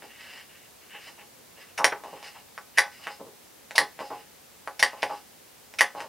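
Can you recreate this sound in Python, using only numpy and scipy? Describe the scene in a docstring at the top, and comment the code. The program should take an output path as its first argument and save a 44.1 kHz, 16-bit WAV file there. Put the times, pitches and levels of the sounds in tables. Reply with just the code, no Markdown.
"""A hand-held plastic punch cuts five shapes from a card sheet, close under a camera microphone.
Each stroke: the lever ticks, the die shears the card, the punch snaps home, the spring lets go
and the sheet flexes. Between strokes the card slides in the slot. The punch sits dead centre
in a small room; table and walls echo it all over room hum and microphone hiss."""
import sys
import numpy as np
from scipy import signal
from scipy.fft import rfft, irfft
from scipy.io import wavfile

SR = 44100
rng = np.random.default_rng(int(sys.argv[2]) if len(sys.argv) > 2 else 0)


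def unload_audio(sound):
    """Save the sound as a 16-bit wav file, at the path given as the first command line argument."""
    columns = np.transpose(np.atleast_2d(sound))
    # keep every value between -1 and 1, then stretch to whole-number steps
    steps = np.round(np.clip(columns, -1, 1) * 32767)
    wavfile.write(sys.argv[1], SR, steps.astype(np.int16))


N = 268304


def undb(db):
    """Decibels to gain."""
    return 10 ** (np.asarray(db) / 20)


def ring(x, modes, passes=1):
    """Sum of band-pass resonances with alternating sign; more passes soften the rise, steepen the skirts."""
    out = 0
    for k, (hz, width, db) in enumerate(modes):
        b, a = signal.iirpeak(hz, hz / width, fs=SR)
        y = x
        for _ in range(passes):
            y = signal.lfilter(b, a, y)
        out = out + (-1) ** k * undb(db) * y
    return out


def colour(points):
    """Gain at every frequency bin from (frequency [Hz], level [dB]) points."""
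    hz, db = np.transpose(points)
    bin_hz = np.arange(N // 2 + 1) * SR / N
    return undb(np.interp(np.log(bin_hz + 1), np.log(hz), db))


def strike(start, peaks_db, body, push, rattle):
    """A push rings a body and the card, the die's rattle rings the metal; each peaks at its own level."""
    # resonances of the thumped card and of the metal die: (frequency [Hz], width [Hz], level [dB])
    card_modes = [(916, 660, 18.5), (477, 990, 4.5), (1070, 190, -41), (375, 570, -12.5), (111, 25, -5.5)]
    metal_modes = [(3550, 950, -3), (5600, 1300, 0), (7100, 2800, -7.5), (9750, 1100, -4),
                   (11460, 1900, -13.5), (14400, 2900, -21.5)]
    parts = ring(push, body, passes=3), ring(push, card_modes, passes=2), ring(rattle, metal_modes)
    out, i = np.zeros(N + SR), int(start * SR)
    out[i:i + len(push)] = sum(undb(db) * p / np.abs(p).max() for db, p in zip(peaks_db, parts))
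    return out[:N]


def gestures(moves, rise_db_s, fall_db_s):
    """Each move swells, holds and dies away; gains of its main part and of its second colour."""
    t, gains = np.arange(0, N, 32) / SR, 0
    for full_at, held, db, second_db in moves:
        before, after = np.maximum(full_at - t, 0), np.maximum(t - full_at - held, 0)
        gain = undb(db - rise_db_s * before - fall_db_s * after)
        gains = gains + np.outer([1, undb(second_db)], gain)
    return [np.interp(np.arange(N) / SR, t, g) for g in gains]


def room_tone(mid_db=-53.5):
    """Steady room hum and microphone hiss, partly unlike left and right."""
    # spectrum of hum and hiss, and of their side signal against the mid: (frequency [Hz], level [dB])
    spectrum = [(15, -63), (25, -10), (82, -6), (156, -6.5), (241, -4), (307, -7), (555, -4.5), (602, -8.5),
                (727, -6.5), (1430, -11.5), (2020, -10.5), (2440, -11.5), (15700, -16)]
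    side_balance = [(60, -7), (110, -8), (200, -0.5), (380, 1.5), (700, -1), (1290, -2), (2380, -5),
                    (4400, -3), (8120, -1.5), (15000, 0)]
    mid, side = rfft(rng.standard_normal((2, N))) * colour(spectrum)
    mid, side = irfft(mid, N), irfft(side * colour(side_balance), N)
    return np.array([mid + side, mid - side]) * undb(mid_db) / np.std(mid)


def lever_ticks(contact_s=0.000059, width_per_pitch=1.29):
    """Light contacts of lever and spring make short, broad clicks."""
    # ticks: (time [s], click [dB], card thump [dB], metal crack [dB], click pitch [Hz])
    ticks = [(0.0226, -31.5, -39, -58, 1680), (2.0371, -35, -29.5, -40, 1540),
             (2.1297, -52, -41, -62, 1200), (2.228, -31, -34, -39, 2660), (2.578, -22, -37, -35, 1460),
             (3.07, -17.5, -64, -37.5, 1690), (3.1985, -66, -42, -54, 1240), (3.268, -63, -46, -61, 1300),
             (3.709, -22.5, -31, -33.5, 1907), (3.9912, -25.5, -26.5, -47, 1615),
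             (4.1034, -44, -29.5, -54.5, 1250), (4.675, -20, -24.5, -36, 1340),
             (4.9324, -40, -29, -64, 1560), (5.0297, -6.5, -11.5, -24, 1960),
             (5.7386, -30.5, -37.5, -40, 2090), (5.9502, -44, -25.5, -51, 1350),
             (6.0043, -23.5, -47, -34.5, 1987)]
    out, t = 0, np.arange(SR // 20) / SR
    push = t * np.exp(-t / contact_s)
    for start, *peaks_db, hz in ticks:
        rattle = rng.standard_normal(len(t)) * t * np.exp(-t / 0.00085)
        out = out + strike(start, peaks_db, [(hz, width_per_pitch * hz, 0)], push, rattle)
    return out


def sheet_flex(pops_per_s=260):
    """The card buckles in small separate pops that ring its modes; wide bends reach the lowest ones."""
    # bends: (fully on at [s], held [s], level [dB], lowest modes against the body [dB])
    bends = [(0.028, 0.0062, -52.5, 2.5), (0.2, .2, -63.5, -7.5), (0.94, 0.013, -53, -5),
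             (1.075, 0.014, -55, -5.5), (1.18, 0.047, -60.5, -9), (1.575, 0.0049, -59.5, -2),
             (1.79, 0.017, -26.5, -15), (1.94, .005, -44, -18), (2.0, 0.0071, -57, -4),
             (2.05, 0.02, -47, -4), (2.132, 0.0039, -53.5, 9), (2.16, .04, -57, -21),
             (2.25, 0.015, -51, -9), (2.35, 0.02, -51.5, -33), (2.83, 0.0092, -40.5, -30),
             (3.0, 0.016, -51, -24), (3.072, 0.0029, -38.5, -9), (3.205, 0.0067, -50, 6),
             (3.27, 0.0096, -59, 11), (3.8, 0.006, -33.5, -5), (3.83, 0.022, -56, -9),
             (3.996, 0.006, -32, -3.5), (4.106, 0.0086, -39.5, -6.5), (4.16, 0.034, -64.5, 4.5),
             (4.936, 0.047, -54.5, -8), (5.1, 0.016, -35.5, -11.5), (5.952, .09, -46, -5)]
    # body and lowest resonances of the sheet: (frequency [Hz], width [Hz], level [dB])
    body_modes = [(855, 306, 6), (558, 79, -4), (994, 580, -2)]
    low_modes = [(229, 380, -5), (450, 280, 2.5)]
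    pops = (rng.random(N) < pops_per_s / SR) * rng.choice([-1, 1], N)
    pops = pops * undb(2.2 * rng.standard_normal(N))
    body, low = ring(pops, body_modes, passes=2), ring(pops, low_modes, passes=2)
    body_gain, low_gain = gestures(bends, rise_db_s=1590, fall_db_s=457)
    return body_gain * body / np.std(body) + low_gain * low / np.std(low)


def card_slide(spread_db=5.0):
    """The card edge rubs the slot in dense, uneven micro-slips, with a bright scrape on top."""
    # slides: (fully on at [s], held [s], level [dB], bright scrape against the rub [dB])
    slides = [(0.03, .02, -54, -7.5), (0.1, 0.082, -55.5, -17), (0.2, 0.21, -50, -8.5),
              (0.5, .06, -57, -24), (0.6, .06, -63.5, -17), (0.82, 0.026, -60.5, -25),
              (0.91, 0.0092, -50.5, -25), (0.948, 0.0098, -43.5, -25), (1.01, 0.054, -53.5, -7),
              (1.075, 0.0057, -49, -5), (1.195, 0.0052, -49, -24), (1.575, .005, -54.5, -13),
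              (1.615, 0.0081, -50.5, -6.5), (1.69, 0.0074, -60, -19), (2.045, 0.093, -58, -9),
              (2.17, 0.012, -53.5, -10), (2.245, 0.026, -46.5, -3.5), (2.355, 0.023, -52, -11),
              (2.76, 0.011, -51.5, -13), (2.92, 0.071, -57, -4), (3.035, 0.0053, -49, -4),
              (3.075, 0.0037, -43.5, -16), (3.11, 0.027, -63, 7), (4.0, 0.0081, -46.5, -7),
              (4.05, 0.022, -62.5, 5.5), (4.12, .08, -57, -8), (4.9, 0.027, -56, -7),
              (4.98, 0.042, -56.5, -9), (5.09, 0.081, -54.5, -3), (5.97, 0.018, -54, -3),
              (6.01, 0.0043, -48, -6.5)]
    # rub and scrape resonances of the slot: (frequency [Hz], width [Hz], level [dB])
    rub_modes = [(1800, 800, -5), (2250, 400, -8), (2760, 420, 0)]
    scrape_modes = [(5050, 230, -2), (3986, 550, -12), (5870, 1500, -22), (9000, 4000, -22)]
    slips = rng.standard_normal(N) * undb(spread_db * np.minimum(rng.exponential(size=N), 5))
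    rub, scrape = ring(slips, rub_modes, passes=2), ring(slips, scrape_modes)
    rub_gain, scrape_gain = gestures(slides, rise_db_s=704, fall_db_s=369)
    return rub_gain * rub / np.std(rub) + scrape_gain * scrape / np.std(scrape)


def die_cuts(fade_s=.002):
    """Fibres part one after another as the die scrapes through or out of the card."""
    # cuts: (time [s], rasp [dB], card thump [dB], metal crack [dB],
    #        rasp pitch [Hz], rasp width [Hz], length [s])
    cuts = [(1.7756, -22, -38, -27, 2000, 1900, 0.014), (1.9200, -23, -19.5, -56, 1410, 1100, 0.0092),
            (2.7729, -10.5, -25.5, -22, 1840, 1410, 0.0119), (3.7510, -38, -28.5, -51, 2500, 3490, 0.0055),
            (3.7549, -23, -28.5, -22, 2900, 3500, 0.011), (4.7926, -19.5, -27.5, -20, 2090, 2540, 0.012),
            (5.0206, -24, -51, -38, 2800, 3500, 0.006), (5.7855, -14.5, -33.5, -22.5, 2070, 2170, 0.0108)]
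    out, t = 0, np.arange(SR // 20) / SR
    for start, *peaks_db, hz, width, length in cuts:
        envelope = np.clip(t / fade_s, 0, 1) * np.clip((length - t) / fade_s, 0, 1)
        tear = rng.standard_normal(len(t)) * envelope
        out = out + strike(start, peaks_db, [(hz, width, 0)], tear, tear)
    return out


def punch_snaps():
    """The punch snaps home and rings its plastic shell, damped by the grip."""
    # snaps: (time [s], shell ring [dB], card thump [dB], metal crack [dB], grip damping [x])
    snaps = [(1.8437, 0.5, -5.5, -5.5, 2.83), (2.7838, 1, -12.5, -5.5, 1.15), (3.78, -1, -11.5, -6, 0.92),
             (4.8266, -1, -11, -6.5, 0.88), (5.8078, 0, -10, -8, 0.94)]
    # resonances of the shell: (frequency [Hz], width [Hz], level [dB])
    shell_modes = [(1860, 550, 2), (1300, 700, -26), (2900, 970, -11.5)]
    out, t = 0, np.arange(SR // 20) / SR
    impulse = 1. * (t == 0)
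    for start, *peaks_db, damping in snaps:
        gripped = [(hz, damping * width, db) for hz, width, db in shell_modes]
        rattle = rng.standard_normal(len(t)) * t * np.exp(-t / .0008)
        out = out + strike(start, peaks_db, gripped, impulse, rattle)
    return out


def small_room(x):
    """At the microphone: direct sound, first reflections, standing resonances and a diffuse tail."""
    # first reflections off table and walls: (delay [s], level [dB])
    echoes = [(.0017, -13), (.0031, -13), (.0045, -13.5), (.0064, -6), (.0100, -14), (0.011, -12.5),
              (0.017, -16.5), (.0185, -18), (.0215, -23.5), (0.0247, -17), (0.028, -22.5), (0.035, -22.5),
              (0.0367, -19.5)]
    # lasting resonances of the space over the table: (frequency [Hz], level [dB], t60 [s])
    room_modes = [(408, -56.5, 0.25), (538.8, -43, 0.21), (731.4, -47.5, .2), (828, -41, 0.16),
                  (1023.5, -44.5, 0.16), (1142.4, -42.5, 0.15), (1256, -54.5, 0.26), (1513, -54, 0.29),
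                  (1723, -78, 0.12), (1888, -52, 0.12), (2037, -51, 0.15), (2250, -58, 0.1),
                  (2800, -52, 0.14), (9883, -46, .1)]
    # bands of the diffuse tail: (frequency [Hz], t60 [s], level [dB])
    tail_bands = [(232.2, 0.15, -26.5), (566.6, 0.22, -33.5), (1200, 0.23, -40), (2480, 0.23, -45),
                  (5000, 0.19, -31.5), (10200, 0.11, -23.5)]
    t = np.arange(SR // 2) / SR
    early = 1. * (t == 0)
    for delay, db in echoes:
        cutoff_hz = 93 / delay  # later reflections are duller
        pole = np.exp(-2 * np.pi * cutoff_hz / SR)
        arrival = np.arange(len(t)) == int(delay * SR)
        early += undb(db) * signal.lfilter([1 - pole], [1, -pole], arrival)
    standing = sum(undb(db - 60 * t / t60) * np.sin(2 * np.pi * (hz * t + rng.random()))
                   for hz, db, t60 in room_modes)
    tail = sum(undb(db - 60 * t / t60) * ring(rng.standard_normal(len(t)), [(hz, hz, 0)])
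               for hz, t60, db in tail_bands)
    build = np.clip(t / .008, 0, 1) ** 2  # the reverberation takes 8 ms to gather
    return signal.fftconvolve(x, early + build * (standing + tail))[:N]


def scene():
    """Punch and card close up and dead ahead of the microphone, over stereo room tone."""
    close_up = punch_snaps() + lever_ticks() + die_cuts() + sheet_flex() + card_slide()
    return small_room(close_up) + room_tone()


def record(dry):
    """The camera rounds the loudest peaks, then cuts the deep bass and the very top."""
    low_cut_hz, top_hz = 55, 15800
    low_cut = signal.butter(2, low_cut_hz, "high", fs=SR, output="sos")
    top_cut = signal.ellip(14, .2, 95, top_hz, fs=SR, output="sos")
    rounded = signal.sosfilt(low_cut, np.tanh(dry))
    return signal.sosfilt(top_cut, .94 * rounded)


dry = scene()
out = record(dry)
unload_audio(out)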